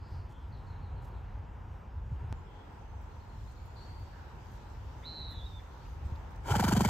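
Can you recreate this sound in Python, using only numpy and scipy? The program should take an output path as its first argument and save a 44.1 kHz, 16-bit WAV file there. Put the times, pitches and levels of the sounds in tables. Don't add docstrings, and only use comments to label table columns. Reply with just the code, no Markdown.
import sys
import numpy as np
from scipy import signal
from scipy.fft import rfft, irfft, next_fast_len
from scipy.io import wavfile
from scipy.ndimage import uniform_filter1d, map_coordinates

SR = 44100
rng = np.random.default_rng(int(sys.argv[2]) if len(sys.argv) > 2 else 0)


def output_pcm(signal):
    pcm = np.clip(np.atleast_2d(signal).T, -1, 1) * 32767
    wavfile.write(sys.argv[1], SR, np.round(pcm).astype(np.int16))


N = 303849
CLICK_S = 2.3255

# (frequency [Hz], left-right likeness [ratio])
AMBIENT_COHERENCE = [(60, 0.97), (180, 0.91), (550, 0.42), (1650, 0.3), (4970, 0.16), (8500, 0.2),
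                     (9600, -0.96), (10600, -1.08), (11500, 0.14), (12700, 0.76), (14400, 0.88),
                     (15300, 0.11)]


def amp(db):
    return 10 ** (np.asarray(db) / 20)


def unit(x):
    return x / np.sqrt(np.mean(x ** 2) + 1e-20)


def along(points, hz):
    f, v = np.transpose(points)
    return np.interp(np.log(hz + 1), np.log(f + 1), v)


def passband(points):
    return lambda hz: amp(along(points, hz)) * (hz > points[0][0]) * (hz < points[-1][0])


def curves(rows, at=None):
    s, *cols = np.transpose(rows)
    return [np.interp(np.arange(N) / SR if at is None else at, s, c) for c in cols]


def ramp(start_s, length_s):
    return np.clip((np.arange(N) / SR - start_s) / length_s, 0, 1)


def wobble(rate, count=N):
    knots = rng.standard_normal(count // 16 + 4)[:int(count * rate / SR) + 4]
    return map_coordinates(knots, [np.arange(count) * rate / SR], order=2)


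def phase(hz):
    return 2 * np.pi * np.cumsum(hz) / SR


def hoarse(hz, width_hz):
    angle = phase(hz)
    return wobble(width_hz, len(hz)) * np.cos(angle) + wobble(width_hz, len(hz)) * np.sin(angle)


def filtered(x, response):
    m = next_fast_len(N + 8192, real=True)
    return irfft(rfft(x, m) * response(np.fft.rfftfreq(m, 1 / SR)), m)[..., :N]


def rush(gain, coherence, patchy_db):
    spectra = signal.stft(rng.standard_normal((2, N)), nperseg=512)[2]
    patches = uniform_filter1d(uniform_filter1d(rng.standard_normal(spectra.shape[1:]), 6, 0), 14, 1)
    pair = signal.istft(spectra * amp(patchy_db * unit(patches)), nperseg=512)[1][:, :N]
    angle = lambda hz: np.arccos(np.clip(along(coherence, hz), -1, 1)) / 2
    mid, side = filtered(pair, lambda hz: gain(hz) * [np.cos(angle(hz)), np.sin(angle(hz))])
    return unit(np.array([mid + side, mid - side]))


def add(out, s, x):
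    i = round(s * SR)
    x = x[..., max(-i, 0):max(N - i, 0)]
    out[..., max(i, 0):max(i, 0) + x.shape[-1]] += x


def pan(db):
    return amp(np.array([[.5], [-.5]]) * db)


def thump(first_hz, last_hz, fall_ms, swell_ms):
    t = np.arange(SR // 5) / SR
    fall, age = fall_ms / 1000, t / swell_ms * 1000
    cycles = last_hz * t + (first_hz - last_hz) * fall * (1 - np.exp(-t / fall))
    return age * np.exp(1 - age) * np.sin(2 * np.pi * cycles)


def trees(x, t60, delay):
    tail = rng.standard_normal((2, SR // 2)) * amp(-60 * np.arange(SR // 2) / SR / t60)
    delayed = np.pad(x, (int(delay * SR), 0))[None]
    return signal.oaconvolve(delayed, tail / np.linalg.norm(tail[0]), axes=1)[:, :N]


def traffic_and_leaves():
    # (frequency [Hz], gain [dB])
    rumble_band = [(22, -27), (40, -2), (60, 0.5), (95, -2.5), (130, -12), (170, -20), (260, -29.5)]
    road_band = [(120, 1.5), (200, -1.5), (311, -4), (468, -4.5), (640, -7.5), (930, 0), (1160, -9),
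                 (1350, -8.5), (2060, -18), (3000, -22), (4000, -33.5)]
    leaf_band = [(1500, -3.5), (2500, -8), (3290, -4), (5000, -6), (7260, -10.5), (9000, -17), (11200, -18),
                 (13400, -18), (15000, -22), (15700, -29)]
    # (time [s], relative level [dB])
    rumble_levels = [(0, -45), (.3, -44), (.9, -42.5), (1.9, -46), (2.26, -41), (2.55, -48.5), (3.23, -47),
                     (3.7, -49), (4, -47), (4.45, -47.5), (5.35, -44.5), (5.7, -48), (6.05, -43),
                     (6.44, -47)]
    leaf_levels = [(0, -81), (1.5, -84), (2.6, -83.5), (3.3, -78), (4.4, -78), (5.4, -77), (6.44, -77.5)]
    (rumble_db,), (leaf_db,) = curves(rumble_levels), curves(leaf_levels)
    noise = lambda band, patchy_db: rush(passband(band), AMBIENT_COHERENCE, patchy_db)
    rumble = amp(rumble_db + 1.5 + 1.45 * wobble(7)) * noise(rumble_band, 1.06)
    road = amp(-54.5 + 1.11 * wobble(4.9)) * noise(road_band, 0.77)
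    leaves = amp(leaf_db + 9 + 1.34 * wobble(7.3)) * noise(leaf_band, 1.95)
    return rumble + road + leaves


def far_birds():
    # (time [s], length [s], first pitch [Hz], last pitch [Hz], level [dB],
    # hoarseness [Hz], left minus right [dB])
    notes = [(-.05, 0.31, 4650, 4640, -72.5, 460, 5), (2.292, 0.035, 5200, 6000, -77, 200, -8),
             (2.345, .072, 7200, 6900, -80, 350, -3), (2.45, 0.22, 3280, 3330, -72, 170, -3),
             (2.755, 0.14, 6080, 6200, -77.5, 35, 9), (2.89, .2, 6170, 6010, -82, 35, 7),
             (3.221, 0.67, 6900, 6870, -82, 251, -3), (3.754, 0.074, 4030, 4130, -67, 70, 8),
             (3.755, .055, 4560, 4610, -67, 30, 7), (3.752, 0.14, 4300, 4540, -62.5, 35, 8),
             (3.85, 0.16, 4470, 4720, -70, 50, 4), (3.9, 0.32, 4500, 4530, -75.5, 149.6, 4),
             (4.12, 0.15, 1640, 1496, -64, 148.4, -2)]
    # (start [s], end [s], period [s], loudest note [index], fade away from it
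    # [dB per note], then the columns above from length on)
    series = [(0.274, .44, 0.013, 4.5, 1.8, 0.018, 2950, 3680, -66, 60, 3),
              (0.516, 1.3, 0.1465, 0.5, 2.8, .085, 4360, 3790, -68, 151, 0.5),
              (3.108, 3.68, .091, 4.5, .7, .024, 4040, 4470, -70, 35, 5.7)]
    repeats = [(s, length, first_hz, last_hz, db - fade_db * abs(k - loudest), *rest)
               for start, end, period, loudest, fade_db, length, first_hz, last_hz, db, *rest in series
               for k, s in enumerate(np.arange(start, end, period))]
    out = np.zeros((2, N))
    for s, length, first_hz, last_hz, db, hoarse_hz, pan_db in notes + repeats:
        t = np.arange(SR // 5 * int(np.ceil(length * 5))) / SR
        hz = np.interp(t, [0, length], [first_hz, last_hz])
        envelope = np.interp(t / length, [0, 0.092, 0.75, 1], [0, 1, 1, 0])
        pure = np.exp(-hoarse_hz / 50)
        note = [(1 - pure) * hoarse(hz, 2.8 * hoarse_hz) + pure * np.sin(phase(hz)) for side in range(2)]
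        add(out, s, amp(db) * pan(pan_db) * envelope * note)
    return out + amp(-2) * trees(out[0], t60=0.38, delay=.02)


def ticks():
    # (time [s], length [s], centre frequency [Hz], level [dB])
    puffs = [(0.036, 0.01, 955, -56), (3.5, .04, 7600, -76), (4.746, 0.024, 2190, -65),
             (5.016, 0.059, 2004, -62), (5.291, 0.07, 1734, -62), (5.585, .034, 1974, -64),
             (5.85, 0.022, 2450, -64), (6.153, 0.013, 4320, -64.5)]
    out, t = np.zeros(N), np.arange(SR // 5) / SR
    for s, length, hz, db in puffs:
        envelope = np.sin(np.pi * np.clip(t / length, 0, 1))
        add(out, s, amp(db) * envelope * hoarse(np.full_like(t, hz), width_hz=.45 * hz))
    return out


def paws_in_grass():
    # (time [s], length [s], level [dB], dull band over bright band [dB])
    swishes = [(0.284, 0.061, -84, 10), (1.007, 0.098, -77, 3), (3.004, .06, -80, -6), (3.44, .1, -85, 1),
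               (3.615, .08, -77.5, -13), (3.98, .07, -80, -10), (4.49, .1, -81, 0), (4.674, .08, -85.5, 9),
               (5.273, 0.1, -74.5, -3), (5.856, 0.11, -82, -4), (6.023, 0.11, -81, 6),
               (6.15, 0.017, -76, -3), (6.28, 0.062, -79.5, 0), (6.353, 0.016, -76, 3)]
    # (frequency [Hz], gain [dB])
    bright_band = [(8300, -20), (9500, -2), (11300, 2), (14500, -11), (15800, -3)]
    dull_band = [(1500, -26), (3000, -4), (7500, -2.5), (9000, -7), (10200, -22)]
    bright, dull = np.zeros(N), np.zeros(N)
    for s, length, db, dull_db in swishes:
        envelope = signal.windows.tukey(int(length * SR), .6)
        add(bright, s, amp(db) * envelope)
        add(dull, s, amp(db + dull_db) * envelope)
    crackle = amp(3.2 * wobble(250))
    bright = bright * rush(passband(bright_band), AMBIENT_COHERENCE, patchy_db=4)
    dull = dull * rush(passband(dull_band), AMBIENT_COHERENCE, patchy_db=-0.5)
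    return crackle * (bright + dull)


def thuds():
    # (time [s], peak level [dB], first pitch [Hz], last pitch [Hz], glide [ms], swell [ms])
    bumps = [(1.946, -36, 54.3, 84.5, 22, 16), (2.116, -29.5, 162, 48.3, 20.7, 17),
             (2.303, -29.5, 104, 79, 17, 6.7), (6.12, -28, 130, 60, 9.5, 7.1)]
    out = np.zeros(N)
    for s, db, *shape in bumps:
        cut = round((CLICK_S - s) * SR) if s < CLICK_S else None
        add(out, s, amp(db) * thump(*shape)[:cut])
    add(out, CLICK_S - .003, amp(-29.5) * np.linspace(0, 1, round(0.0042 * SR)))
    return filtered(out, lambda hz: 1 / (1 + (hz / 11000) ** 6))


def near_bird():
    # (time [s], pitch [Hz], relative level [dB])
    upper = [(5.03, 3300, -71), (5.043, 3505, -60), (5.056, 3900, -50), (5.075, 4015, -47.5),
             (5.15, 4055, -48.5), (5.2, 3993, -48), (5.225, 3930, -48.5), (5.275, 3900, -52.5),
             (5.3, 3820, -54), (5.33, 3815, -55), (5.355, 3880, -75)]
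    middle = [(5.195, 4260, -77), (5.225, 4230, -57), (5.274, 4190, -57), (5.3, 4100, -55),
              (5.349, 3936, -55.5), (5.4, 3800, -56.5), (5.425, 3790, -78)]
    lower = [(5.28, 3556, -75), (5.33, 3580, -63), (5.41, 3456, -57.5), (5.45, 3550, -56),
             (5.46, 3600, -80)]
    ending = [(5.452, 3850, -75), (5.465, 3820, -53), (5.495, 3720, -70), (5.524, 3610, -64),
              (5.575, 3580, -57.5), (5.597, 3420, -60), (5.61, 3350, -93)]
    # (rate [Hz], pitch swing [Hz], amplitude depth [0-1])
    buzzes = [(153, 120, 0.6), (130, 70, 0.4), (130, 93, 0.3), (100, 22, 0.17)]
    song, t = 0, np.arange(N) / SR
    for voice, (buzz_hz, swing_hz, depth) in zip((upper, middle, lower, ending), buzzes):
        hz, db = curves(voice)
        beat = phase(buzz_hz * (1 + 0.0605 * wobble(50)))
        skewed_swing = np.sin(beat) - 0.32 * np.cos(2 * beat)
        pitch = hz + swing_hz * skewed_swing + 22 * wobble(150)
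        envelope = amp(db + 3 + 1.2 * wobble(45)) * (t > voice[0][0]) * (t < voice[-1][0])
        song = song + envelope * (1 + depth * np.cos(beat - 1.1)) * np.sin(phase(pitch))
    return song * pan(-3.6) + amp(-10) * trees(song, t60=0.52, delay=0.022)


def resonance(hz, centre, width):
    return 1j * hz * width / (centre ** 2 - hz ** 2 + 1j * hz * width)


def nasal_passage(hz):
    # (frequency [Hz], bandwidth [Hz], gain [dB])
    formants = [(320, 210, 7.5), (480, 430, 4.5), (1375, 175, 5), (1580, 430, -1.5), (2308, 130, -4),
                (3070, 150, -6.5)]
    return sum((-1) ** k * amp(db) * resonance(hz, centre, width)
               for k, (centre, width, db) in enumerate(formants))


def nostril_flaps(cycles, flap_db, slap_db, tautness):
    # (delay [ms], relative level [dB], first pitch [Hz], last pitch [Hz],
    # glide [ms], swell [ms])
    flaps = [(4.7, 0, 240, 220, 6, 3.5), (14.1, 0, 240, 55, 12, 4.3), (25.5, -7, 85, 62, 9.7, 7.5)]
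    thumps, slaps = np.zeros(N), np.zeros(N)
    openings = np.flatnonzero(np.diff(np.floor(cycles)) > 0)[::-1]
    for i, scatter in zip(openings[:11], rng.standard_normal((11, 3, 3))):
        s, taut = i / SR, tautness[i]
        add(slaps, s + .001, amp([slap_db[i] + 1.5 * scatter[0, 0]]))
        for (ms, db, first_hz, last_hz, fall_ms, swell_ms), (late, strong, tune) in zip(flaps, scatter):
            start_hz = taut * first_hz * (1 + 0.011 * tune)
            knock = thump(start_hz, np.sqrt(taut) * last_hz, fall_ms / taut, swell_ms / taut)
            add(thumps, s + ms / 1000 + .0002 * late, amp(flap_db[i] + db + .8 * strong) * knock)
    ring = lambda f: (0.49 * nasal_passage(f) + 1.5 * resonance(f, 900, 200)) / (1 + 1j * f / 1300) ** 2
    return filtered(thumps, lambda f: 1 / (1 + (50 / (f + 1)) ** 4)), amp(5) * filtered(slaps, ring)


def nostril_whistle(cycles):
    hz = np.interp((cycles - .68) % 1, [0, .42], [747.5, 949])
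    tone, spread = (hoarse(hz, width_hz=350) for _ in range(2))
    tone = tone + 0.65 * np.sin(phase(hz + 40 * wobble(90)))
    return unit(np.array([tone + 0.23 * spread, tone - 0.2 * spread]))


def air_stream(cycles, leak_db, hiss_trim_db):
    # (position [0-1], relative whistle level [dB], relative breath level [dB])
    valve_cycle = [(0, -29, -37), (.1, -27, -35.5), (.17, -37, -35), (.28, -40, -39), (.36, -31, -34.5),
                   (.41, -45, -45), (.68, -45, -47.5), (.76, -35.5, -46.5), (.93, -33, -43),
                   (1, -27.5, -48)]
    # (frequency [Hz], gain [dB])
    jet_band = [(1800, -5.5), (3500, -5), (4150, -8.5), (4450, 0.5), (5800, -6.5), (7000, -2.5), (8200, -6),
                (10000, -9.5), (11400, -6.5), (14300, -14), (15800, -20)]
    # (frequency [Hz], left-right likeness [ratio])
    jet_coherence = [(300, 1), (700, 1), (1400, 0.85), (8000, 0.59), (10000, 1), (12500, 0.84)]
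    position, depth = cycles % 1, ramp(6.46, 0.12)
    pulse = lambda at, width: np.exp(-((position - at) / width) ** 2)
    whistle_db, breath_db = curves(valve_cycle, at=position)
    whistle_db += leak_db * pulse(0.8, 0.089)
    hiss_db = -39 + hiss_trim_db + 1.08 * (breath_db - breath_db.max())
    hiss_db += 1.34 * wobble(350) + 10.5 * pulse(0.734, 0.022)

    def chopped(db, onset_db):
        return amp(depth * db + (1 - depth) * (np.mean(db) + onset_db))

    whistle = chopped(whistle_db, 8) * nostril_whistle(cycles)
    breath = chopped(breath_db, 7) * rush(lambda f: abs(nasal_passage(f)), jet_coherence, patchy_db=2.5)
    hiss = chopped(hiss_db, 2.5) * rush(passband(jet_band), jet_coherence, patchy_db=1)
    return amp(-3.5) * whistle + amp(2) * (breath + hiss)


def horse_blow():
    # (time [s], flutter rate [Hz], flap level [dB], slap level [dB], tautness [0-1], leak [dB],
    # hiss trim [dB])
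    gesture = [(6.46, 22, -49, -11, .45, 2, 0), (6.505, 20.5, -21.5, 0, .43, 8, -2.5),
               (6.555, 22.3, -25, 5, 0.77, 8, -3), (6.6, 24, -24.5, 8.5, 0.96, -1, 0.5),
               (6.64, 23.8, -21.5, 8, 1, 14, 0), (6.68, 23.6, -23.5, -2, 1, 2, 0),
               (6.72, 23.7, -19.5, -2, 1, 7, 1), (6.77, 23.8, -18, 10, 1, 1, -0.5),
               (6.84, 24.2, -23.5, 4, 0.89, -2, 0.5), (6.9, 24, -15, -2, 1, -3, 1.5)]
    # (frequency [Hz], left minus right [dB])
    phase_lead = [(250, -0.6), (520, 1.2), (690, -0.6), (1070, 1.3), (1360, 0.2), (1800, 1.3), (2300, 0.5),
                  (3100, 1.3), (4300, 1.5), (5500, 4), (6800, 6), (9000, 4.5), (10000, 2.5), (11300, 2.1),
                  (12600, 1.5), (15500, -1.5)]
    level_difference = [(60, -2), (92, -0.5), (140, 1), (210, 0), (330, -1), (500, 1.0), (770, 1.5),
                        (1170, 0.5), (1790, 1.5), (2740, -0.5), (4190, 0), (6410, 7.5), (9810, -0.5),
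                        (15000, 0.5)]
    start_s, opening_s = 6.43, 6.764
    t = np.arange(N) / SR
    blowing = t > start_s
    rate, flap_db, slap_db, tautness, leak_db, hiss_trim_db = curves(gesture)
    cycles = np.cumsum(rate) / SR
    cycles -= cycles[round(opening_s * SR)]
    thumps, slaps = nostril_flaps(cycles, flap_db, slap_db, tautness)
    swell_db = (t - opening_s) - 35 * (1 - ramp(start_s, 0.09)) ** 1.74
    air = amp(swell_db) * blowing * air_stream(cycles, leak_db, hiss_trim_db) + slaps
    lead = lambda f: np.exp(np.array([[.5j], [-.5j]]) * along(phase_lead, f))
    air = filtered(air, lambda f: lead(f) * pan(along(level_difference, f)))
    rumble = unit(filtered(rng.standard_normal(N), passband([(55, -4), (85, 9), (125, 1), (170, -34)])))
    body = thumps + amp(flap_db - 15.5) * blowing * rumble
    return body * pan(-.5) + air + amp(-19) * trees(air[0] + body, t60=0.4, delay=0.013)


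def scene():
    return (horse_blow() + near_bird() + far_birds() + thuds() + paws_in_grass() + ticks()
            + traffic_and_leaves())


def record(dry):
    # (frequency [Hz], gain [dB])
    narrowing = [(1800, -2), (2400, -19.5), (4500, -21), (8100, -32), (8400, 1)]
    mid, side = (dry[0] + dry[1]) / 2, (dry[0] - dry[1]) / 2
    early = np.arange(N) < CLICK_S * SR
    side = np.where(early, filtered(side, lambda hz: amp(along(narrowing, hz))), side)
    return filtered(np.array([mid + side, mid - side]), lambda hz: hz < 15790)


dry = scene()
out = record(dry)
output_pcm(out)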